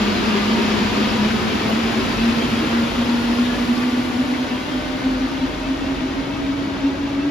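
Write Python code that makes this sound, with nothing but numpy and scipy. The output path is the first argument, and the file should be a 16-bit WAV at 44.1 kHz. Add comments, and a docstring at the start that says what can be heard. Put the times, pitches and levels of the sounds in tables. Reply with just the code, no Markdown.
"""The motors of a rubber-tyred metro train whine as it accelerates out of a vaulted station, behind platform doors.
The whine is one rising tone that flutters and throbs, pulled in pitch by each throb; the hall smears its echo.
Gear tones rise as multiples of it; noise makes the tyres' rumble, hiss and roar, duller as the train draws away.
The tunnel booms at one low note; tonal patches and surges, scuffs and one soft bump make the rolling uneven.
The stereo image is narrow in the bass and wider through the middle of the range."""
import sys
import numpy as np
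from scipy import signal
from scipy.fft import rfft, irfft, next_fast_len
from scipy.io import wavfile

SR = 44100
rng = np.random.default_rng(int(sys.argv[2]) if len(sys.argv) > 2 else 0)


def wav_out(sig):
    """Save sig, one row per channel (or a flat mono array), as 16-bit PCM at SR to the path in sys.argv[1]."""
    wavfile.write(sys.argv[1], SR, np.round(np.clip(np.atleast_2d(sig).T, -1, 1) * 32767).astype(np.int16))


N = 322150

# Motor speed. Each row: time in seconds, whine pitch in Hz before the throbs pull it.
MOTOR_SPEED = [(0, 201), (1.1, 210), (1.9, 225), (3.2, 236), (3.5, 244), (5.3, 260), (6.4, 275), (7.3, 280)]
# Whine between throbs. Each row: time in seconds, level in dB before the trim in motors().
WHINE_FLOOR = [(0, -35), (1.4, -34), (2.3, -32.5), (4, -33.5), (4.7, -37), (5.5, -40.5), (6.2, -37.5),
               (7.3, -36)]
# Throbs as the motors fall in step, about ten a second. 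Each row: time in seconds, level in dB before
# the trim in motors(), length at half height in seconds, pitch shift in Hz (averaged by power).
WHINE_THROBS = [(0.067, -23.5, 0.105, 6), (0.309, -22.5, 0.079, 11), (0.35, -25, 0.016, 10.5),
                (0.417, -19, 0.1, 4), (0.504, -20, 0.04, 5), (0.555, -17.5, 0.05, 23.5),
                (0.606, -23, 0.071, 16), (0.688, -19, 0.058, 8), (0.752, -24.5, 0.037, 8),
                (0.824, -17, 0.023, 10), (0.868, -21, 0.026, 14.5), (0.967, -23.0, 0.11, 8),
                (1.051, -18, 0.058, 0), (1.147, -22.0, 0.051, 21.5), (1.23, -19.5, 0.096, -1),
                (1.334, -20, 0.06, 12), (1.474, -22, 0.11, 4), (1.55, -19.5, 0.043, -1.5),
                (1.589, -26.5, 0.023, 1), (1.676, -29.5, 0.12, -1), (1.727, -26.5, 0.035, -4.5),
                (1.787, -19.5, 0.04, 6.5), (1.865, -20.5, 0.086, 3), (1.986, -18.5, 0.041, 4),
                (2.064, -22.5, 0.027, 5.5), (2.108, -25.5, 0.072, 4), (2.274, -18, 0.14, 3.5),
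                (2.39, -20.0, 0.087, 2), (2.45, -15, 0.025, 10), (2.541, -18, 0.031, -0.5),
                (2.59, -20.5, 0.087, 0), (2.756, -18.5, 0.097, 2), (2.83, -17.5, 0.095, 1),
                (2.997, -21.5, 0.092, 5), (3.119, -16.0, 0.092, 4), (3.196, -19.5, 0.066, 0.5),
                (3.299, -17.0, 0.099, -1), (3.415, -15, 0.061, 2.5), (3.479, -20, 0.034, 4),
                (3.525, -27, 0.023, 2), (3.624, -19, 0.064, -4), (3.714, -15.5, 0.048, -3),
                (3.787, -19, 0.025, -2), (3.854, -18, 0.092, 0.5), (3.943, -17, 0.031, -2),
                (3.992, -15, 0.031, -1.5), (4.07, -27.0, 0.098, 0), (4.154, -17.5, 0.039, -4),
                (4.205, -15.5, 0.028, 1.5), (4.327, -20, 0.069, 1.5), (4.415, -20, 0.064, 0),
                (4.546, -20, 0.057, 0), (4.764, -25, 0.086, 2), (4.936, -24.5, 0.098, 5),
                (5.069, -22, 0.055, 7), (5.139, -20.5, 0.091, 0), (5.234, -17.5, 0.049, 4),
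                (5.36, -26.5, 0.073, 7), (5.435, -17, 0.043, 1), (5.503, -28.5, 0.031, 13.5),
                (5.713, -20.5, 0.078, 0.5), (5.899, -23, 0.11, 5), (6.047, -21.5, 0.045, -3.5),
                (6.188, -26.5, 0.042, 8.5), (6.301, -18.5, 0.04, 4.5), (6.392, -25.5, 0.061, 5),
                (6.486, -23, 0.11, -0.5), (6.612, -24.5, 0.13, 3.5), (6.712, -29, 0.1, -6),
                (6.878, -17.5, 0.12, -3), (7.021, -18.5, 0.061, 4), (7.099, -23.5, 0.13, 1.5),
                (7.191, -18.5, 0.029, -2.5), (7.269, -18, 0.069, 6.5)]
# Flutter of the whine, least in the middle as the last cars pass. Each row: time in seconds, depth 0-1.
WHINE_FLUTTER = [(0, 0.32), (1.8, .28), (2.6, 0.13), (4.2, 0.1), (5.5, 0.32), (7.3, 0.2)]
# The whine as the hall returns it. Each row: time in seconds, level in dB before the mid-side mix.
HALL_RETURN = [(0, -28), (1.5, -28.5), (3.2, -30.5), (4.6, -32.5), (6, -29), (7.3, -30)]
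# Motor and gear tones. Each row: multiple of the whine pitch, dB alongside, dB far off.
GEAR_ORDERS = [(0.49, -38, -48), (0.68, -45.5, -51), (1.15, -27, -40.5), (1.35, -32.5, -44),
               (1.69, -33.5, -49), (1.99, -32.5, -45), (2.33, -39, -42.5), (3, -39.5, -45.5),
               (3.5, -42, -49.5), (4.67, -39.5, -48), (5.83, -36, -47.5), (7, -54.5, -48.5),
               (8.17, -44.5, -48)]
# Brief tonal surges, low ones in the roar and higher gear tones. Each row: time in seconds,
# multiple of the whine pitch, level in dB, length at half height in seconds.
TONAL_SURGES = [(0.184, 1.62, -27.5, 0.063), (.3, 7.9, -36, .4), (.3, 4.6, -39, .2),
                (.372, 1.93, -22.5, 0.057), (.45, 5.8, -46, 0.31), (0.594, 1.88, -27, 0.041),
                (0.984, 1.38, -28, 0.12), (.98, 1.8, -25, .06), (1.35, 7.03, -36, .3),
                (1.45, 4.78, -40, 0.29), (1.867, 1.68, -27, 0.053), (2.007, 1.68, -28, 0.055),
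                (2.101, 7, -41, 0.23), (2.3, 1.43, -30, 0.073), (2.62, 1.37, -27, .08),
                (2.701, 7, -37, 0.17), (3.05, 4, -40, 0.43), (3.516, 7, -35, 0.17),
                (3.821, 4.67, -37, 0.15), (4.85, 2.36, -40, 0.36), (4.85, 8.2, -46, 0.34),
                (5.098, 5.85, -42, 0.37), (5.701, 2.36, -42, 0.75), (6.094, 1.39, -36.5, 0.33),
                (6.249, 8.05, -50, .45), (6.747, 5.8, -43, 0.17), (6.899, 1.36, -33, 0.067),
                (7.244, 1.36, -34.5, 0.053)]
# How far the train has left. Each row: time in seconds, share 0-1.
DEPARTURE = [(0, 0), (1.5, 0.24), (3, 0.5), (4.5, 0.65), (6, 1), (7.3, 0.91)]
# Low rumble of the wheels. Each row: time in seconds, level in dB before the trim in tyres().
RUMBLE_LEVELS = [(0, -35.5), (1.6, -33.5), (2.6, -34), (4, -38), (5.8, -39), (6.6, -36), (7.3, -38.5)]
# Rolling. Each row: time in seconds, roar in dB before trims in tyres() and roar_patches(), hiss in dB.
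ROLLING_LEVELS = [(0, -26.5, -50.5), (.7, -26, -50), (1.5, -27, -50.5), (2.3, -27, -49.5), (3, -28, -50.5),
                  (3.7, -29, -50.5), (4.1, -30.5, -52), (4.6, -31, -54.5), (5.2, -31, -56),
                  (6.2, -31.5, -59), (7.3, -33.5, -61)]
# Noise colours of the rolling, near and far. Each row: frequency in Hz, relative density in dB.
RUMBLE_COLOUR = [(20, -27), (35, -25), (50, 4), (62, 1), (76, 4.5), (105, 3), (135, 2.5), (170, -0.5),
                 (230, 2.5), (320, -4), (500, -4), (900, -73)]
NEAR_ROAR_COLOUR = [(100, -26), (200, -6.5), (320, -6), (430, -8), (600, -11), (950, -10), (1750, -13.5),
                    (2600, -11.5), (3500, -15), (5100, -21), (6000, -27), (7300, -28), (9000, -59),
                    (12000, -51)]
FAR_ROAR_COLOUR = [(100, -20), (200, -4.5), (310, 1), (430, -14.5), (620, -7), (760, -11), (1100, -11),
                   (1750, -16), (2400, -15.5), (3400, -17), (5100, -25.5), (7300, -32), (9000, -43),
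                   (12000, -63)]
HISS_COLOUR = [(3000, -26), (7500, 14), (9000, 8), (10000, 7), (11000, 7.5), (12500, 4), (14200, -3.5)]
# Trackway and door resonances in the roar. Each row: centre in Hz, width in Hz, relative lift in dB.
TRACKWAY_RESONANCES = [(371, 23, 4.5), (922, 54, 3.5), (1506, 230, 3), (2570, 32, 0.5)]
# Tunnel resonance, dipping as the last car passes and swelling behind it.
# Each row: time in seconds, level in dB before trim and heaving in tunnel().
TUNNEL_BOOM = [(0, -35), (.35, -46), (.6, -43), (1.6, -43), (2.2, -36), (2.7, -51), (3, -39), (3.25, -45),
               (3.55, -36.5), (4.15, -57), (4.6, -48), (5.1, -35), (5.6, -35), (6.1, -35), (6.8, -45),
               (7.3, -43)]
# Scuffs and hisses of the running gear. Each row: time in seconds, centre in Hz, width in Hz,
# level in dB, length at half height in seconds.
SCUFFS = [(.3, 2900, 1200, -32, .04), (.72, 5300, 700, -41, .04), (1.04, 3050, 1500, -33, .05),
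          (1.1, 5160, 600, -36, 0.034), (1.248, 5115, 700, -40, 0.034), (1.92, 2316, 1200, -39, .04),
          (2.03, 5220, 700, -45, 0.043), (2.055, 6900, 1400, -47, .02), (2.75, 1400, 1100, -30, 0.094),
          (3.02, 3400, 892, -37, 0.058), (3.35, 4950, 500, -45, .1), (3.463, 3490, 900, -33, 0.037),
          (3.6, 4985, 499.4, -47, 0.11), (3.77, 4655, 1500, -38, .04), (3.83, 1963, 700, -33, 0.023),
          (4.35, 2100, 500, -33, 0.029), (4.51, 2515, 898, -37, .04), (5.25, 4180, 1006, -44, .06),
          (5.317, 5317, 600, -47, .035), (5.99, 2390, 601, -38, .06), (6.149, 2810, 902, -48, .06)]
# Colour of a soft wheel bump. Each row: frequency in Hz, relative density in dB.
BUMP_COLOUR = [(150, -8), (380, 2), (650, 9), (1000, -3), (2500, -30)]
# Stereo image: how alike left and right are, their phase and level difference, by frequency.
# Each row: frequency in Hz, likeness 0-1, left lead in radians, left-minus-right level in dB.
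STEREO_IMAGE = [(60, 1, 0, 0), (110, .98, 0, 0), (300, .83, .1, 0), (520, .38, 0, 1.5), (1100, .2, .2, .5),
                (1400, .2, -1.5, -1), (1620, .3, -2.7, -2.5), (1700, .62, .4, 3.5), (2400, .55, .6, 2),
                (3000, .5, .9, 3), (5000, .33, .5, 8), (7000, .55, -1.7, 2), (7750, .995, -3.14, 0),
                (9200, .995, -3.14, 0), (9800, .85, -6.1, 0), (12000, .95, -6.28, 0)]

BOOM_HZ, CUTOFF_HZ = 46.1, 14300
BUMP_S, BUMP_DB, BUMP_LENGTH_S = 1.7, -25.5, 0.025
TIME = np.arange(N) / SR
FFT_SIZE = next_fast_len(N)
BINS = np.maximum(np.arange(FFT_SIZE // 2 + 1) * SR / FFT_SIZE, 1)  # Hz, kept above 0 for the logarithm


def from_db(db):
    """Decibels to gain."""
    return 10 ** (np.asarray(db) / 20)


def rms_one(x):
    """Scale to unit power."""
    return x / np.sqrt(np.mean(np.abs(x) ** 2) + 1e-20)


def in_time(rows):
    """Each column of a curve at every sample."""
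    s, *columns = np.transpose(rows)
    return [np.interp(TIME, s, c) for c in columns]


def at_hz(rows, hz):
    """Each column of a table, read on a log-frequency axis."""
    points, *columns = np.transpose(rows)
    return [np.interp(np.log(hz), np.log(points), c) for c in columns]


def wander(width_hz, span=slice(None), size=2048):
    """Slow complex noise with a bell-shaped spectrum; rms about 1 over the whole length, 0.7 in its real part."""
    hz = np.fft.fftfreq(size, TIME[-1] / size)
    bell = np.exp(-.5 * (hz / width_hz) ** 2)
    white = rng.standard_normal(size) + 1j * rng.standard_normal(size)
    slow = np.fft.ifft(np.fft.fft(white) * bell)
    return np.interp(TIME[span], np.linspace(0, TIME[-1], size), rms_one(slow))


def swell(s, length):
    """A smooth rise and fall around time s, of the given length at half height: its samples and its shape."""
    span = slice(*np.searchsorted(TIME, [s - length, s + length]))
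    return span, np.cos(np.pi / 2 * (TIME[span] - s) / length) ** 2


def in_stereo(common, apart, hz):
    """Two unrelated complex signals become left and right, with the likeness, phase and balance set at hz."""
    alike, lead, pan_db = at_hz(STEREO_IMAGE, hz)
    mid, side = np.sqrt(1 + alike) * common, np.sqrt(1 - alike) * apart
    turn = np.exp(.5j * lead) * from_db(pan_db / 2)
    return np.array([(mid + side) * turn, (mid - side) / turn])


def hall_noise(spectrum, lift_db=0):
    """Diffuse stereo noise of a given colour, as the hall spreads it; rms 1 in the middle."""
    colour = from_db(at_hz(spectrum, BINS)[0] + lift_db)
    common, apart = rfft(rng.standard_normal((2, FFT_SIZE))) * colour
    pair = irfft(in_stereo(common, apart, BINS), FFT_SIZE)[:, :N]
    return pair / np.std(pair.mean(axis=0))


def throbbing():
    """Strength and pitch shift of the whine: a steady part and the throbs, added as power."""
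    power, pull = from_db(in_time(WHINE_FLOOR)[0]) ** 2, np.zeros(N)
    for s, db, length, shift_hz in WHINE_THROBS:
        span, window = swell(s, length)
        throb = (from_db(db) * window) ** 2
        power[span] += throb
        pull[span] += shift_hz * throb
    return np.sqrt(power), pull / power


def motors(angle, level_db=-0.45, waver_hz=1.0, flutter_hz=22):
    """The fluttering whine: each throb pulls it to the pitch of the motors that are loudest just then."""
    strength, shift_hz = throbbing()
    detune = 2 * np.pi * np.cumsum(shift_hz + waver_hz * wander(5.9).real) / SR
    flutter = 1 + in_time(WHINE_FLUTTER)[0] * wander(flutter_hz)
    tone = flutter * np.exp(1j * (angle + detune))
    return from_db(level_db) * np.sqrt(2) * strength * tone.real


def motor_echo(angle, spread_hz=13, mid_db=-2.0, side_db=-5.0):
    """Reflections from ahead and behind carry different Doppler shifts and smear the whine."""
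    mid = from_db(mid_db) * wander(spread_hz)
    side = from_db(side_db) * wander(spread_hz)
    smeared = np.array([mid + side, mid - side]) * np.exp(1j * angle)
    return from_db(in_time(HALL_RETURN)[0]) * np.sqrt(2) * smeared.real


def speed_tone(order, angle, pitch, span=slice(None), steady=0.0):
    """A tone locked to motor speed; the Doppler smear of many wheelsets widens with order, less if steady."""
    width_hz = 4 + 5 * order
    smear = np.sqrt(1 - steady)
    common = np.sqrt(steady) + smear * wander(width_hz, span)
    apart = smear * wander(width_hz, span)
    pair = in_stereo(common, apart, order * pitch[span].mean())
    return (pair * np.exp(1j * order * angle[span])).real


def gears(angle, pitch, gone, patchy_db=0.5):
    """Weaker tones that come and go as the bogies pass."""
    out = np.zeros((2, N))
    for order, near_db, far_db in GEAR_ORDERS:
        level_db = near_db + gone * (far_db - near_db) + patchy_db * wander(5.0).real
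        out += from_db(level_db) * speed_tone(order, angle, pitch)
    return out


def tyres(gone, rumble_db=3.5, roar_db=2.0, flutter_db=0.5):
    """Rubber on the runways: a low rumble, a roar that dulls with distance, and a thin hiss."""
    rumble, = in_time(RUMBLE_LEVELS)
    roar, hiss = in_time(ROLLING_LEVELS)
    ringing = sum(db / (1 + (2 * (BINS - hz) / width) ** 2) for hz, width, db in TRACKWAY_RESONANCES)
    near = np.sqrt(1 - gone) * hall_noise(NEAR_ROAR_COLOUR, ringing)
    far = np.sqrt(gone) * hall_noise(FAR_ROAR_COLOUR, ringing)
    roar_gain = from_db(roar + roar_db + flutter_db * wander(25).real)
    low = from_db(rumble + rumble_db) * hall_noise(RUMBLE_COLOUR)
    return low + roar_gain * (near + far) + from_db(hiss) * hall_noise(HISS_COLOUR)


def tunnel(level_db=-2.5, waver_hz=1.0, heave_db=-5.0, heave_hz=4.0):
    """The air in the tunnel booms at one note, unsteady in pitch and strength."""
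    pitch = BOOM_HZ + waver_hz * wander(1.18).real
    level = in_time(TUNNEL_BOOM)[0] + level_db + heave_db * wander(heave_hz).real
    return from_db(level) * np.sqrt(2) * np.sin(2 * np.pi * np.cumsum(pitch) / SR)


def roar_patches(level_db=1.5, spread_db=6.0, low_hz=900, high_hz=5500, length=0.054, count=200):
    """Brief tonal patches at random pitches, times and stereo leads make the roar uneven."""
    out, roar_db = np.zeros((2, N)), in_time(ROLLING_LEVELS)[0]
    for when, height, size, lead in rng.random((count, 4)):
        span, window = swell(when * TIME[-1], length)
        hz = low_hz * (high_hz / low_hz) ** height
        colour_db = at_hz(NEAR_ROAR_COLOUR, hz)[0]
        chance_db = spread_db * (2 * size - 1.5)
        gain = from_db(roar_db[span] + colour_db + level_db + chance_db) * np.sqrt(2)
        phase = np.pi * np.array([[0], [lead - .5]])  # left, right
        out[:, span] += gain * window * np.sin(2 * np.pi * hz * TIME[span] + phase)
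    return out


def tonal_surges(angle, pitch):
    """Brief tonal surges, low ones in the roar and higher gear tones, at multiples of the whine pitch."""
    out = np.zeros((2, N))
    for s, order, db, length in TONAL_SURGES:
        span, window = swell(s, length)
        out[:, span] += from_db(db) * window * speed_tone(order, angle, pitch, span, steady=0.68)
    return out


def scuffs_and_bump():
    """Short scuffs, each noise in its own band, stand out of the rolling, and once a wheel bumps softly."""
    out, white = np.zeros((2, N)), hall_noise([(100, 0), (10000, 0)])
    for s, hz, width_hz, db, length in SCUFFS:
        span, window = swell(s, length)
        edges = [hz - width_hz / 2, hz + width_hz / 2]
        band = signal.butter(2, edges, "band", fs=SR, output="sos")
        out[:, span] += from_db(db) * window * rms_one(signal.sosfilt(band, white[:, span]))
    span, window = swell(BUMP_S, BUMP_LENGTH_S)
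    out[:, span] += from_db(BUMP_DB) * window * hall_noise(BUMP_COLOUR)[:, span]
    return out


def scene():
    """Motor speed drives the whine, gear tones and surges; distance colours the gears and tyres."""
    pitch, = in_time(MOTOR_SPEED)
    gone, = in_time(DEPARTURE)
    angle = 2 * np.pi * np.cumsum(pitch) / SR
    tones = motors(angle) + motor_echo(angle) + gears(angle, pitch, gone)
    rolling = tyres(gone) + tunnel() + roar_patches()
    return tones + rolling + tonal_surges(angle, pitch) + scuffs_and_bump()


def record(dry):
    """The top is cut steeply above CUTOFF_HZ."""
    return signal.sosfilt(signal.ellip(10, .1, 80, CUTOFF_HZ, fs=SR, output="sos"), dry)


dry = scene()
out = record(dry)
wav_out(out)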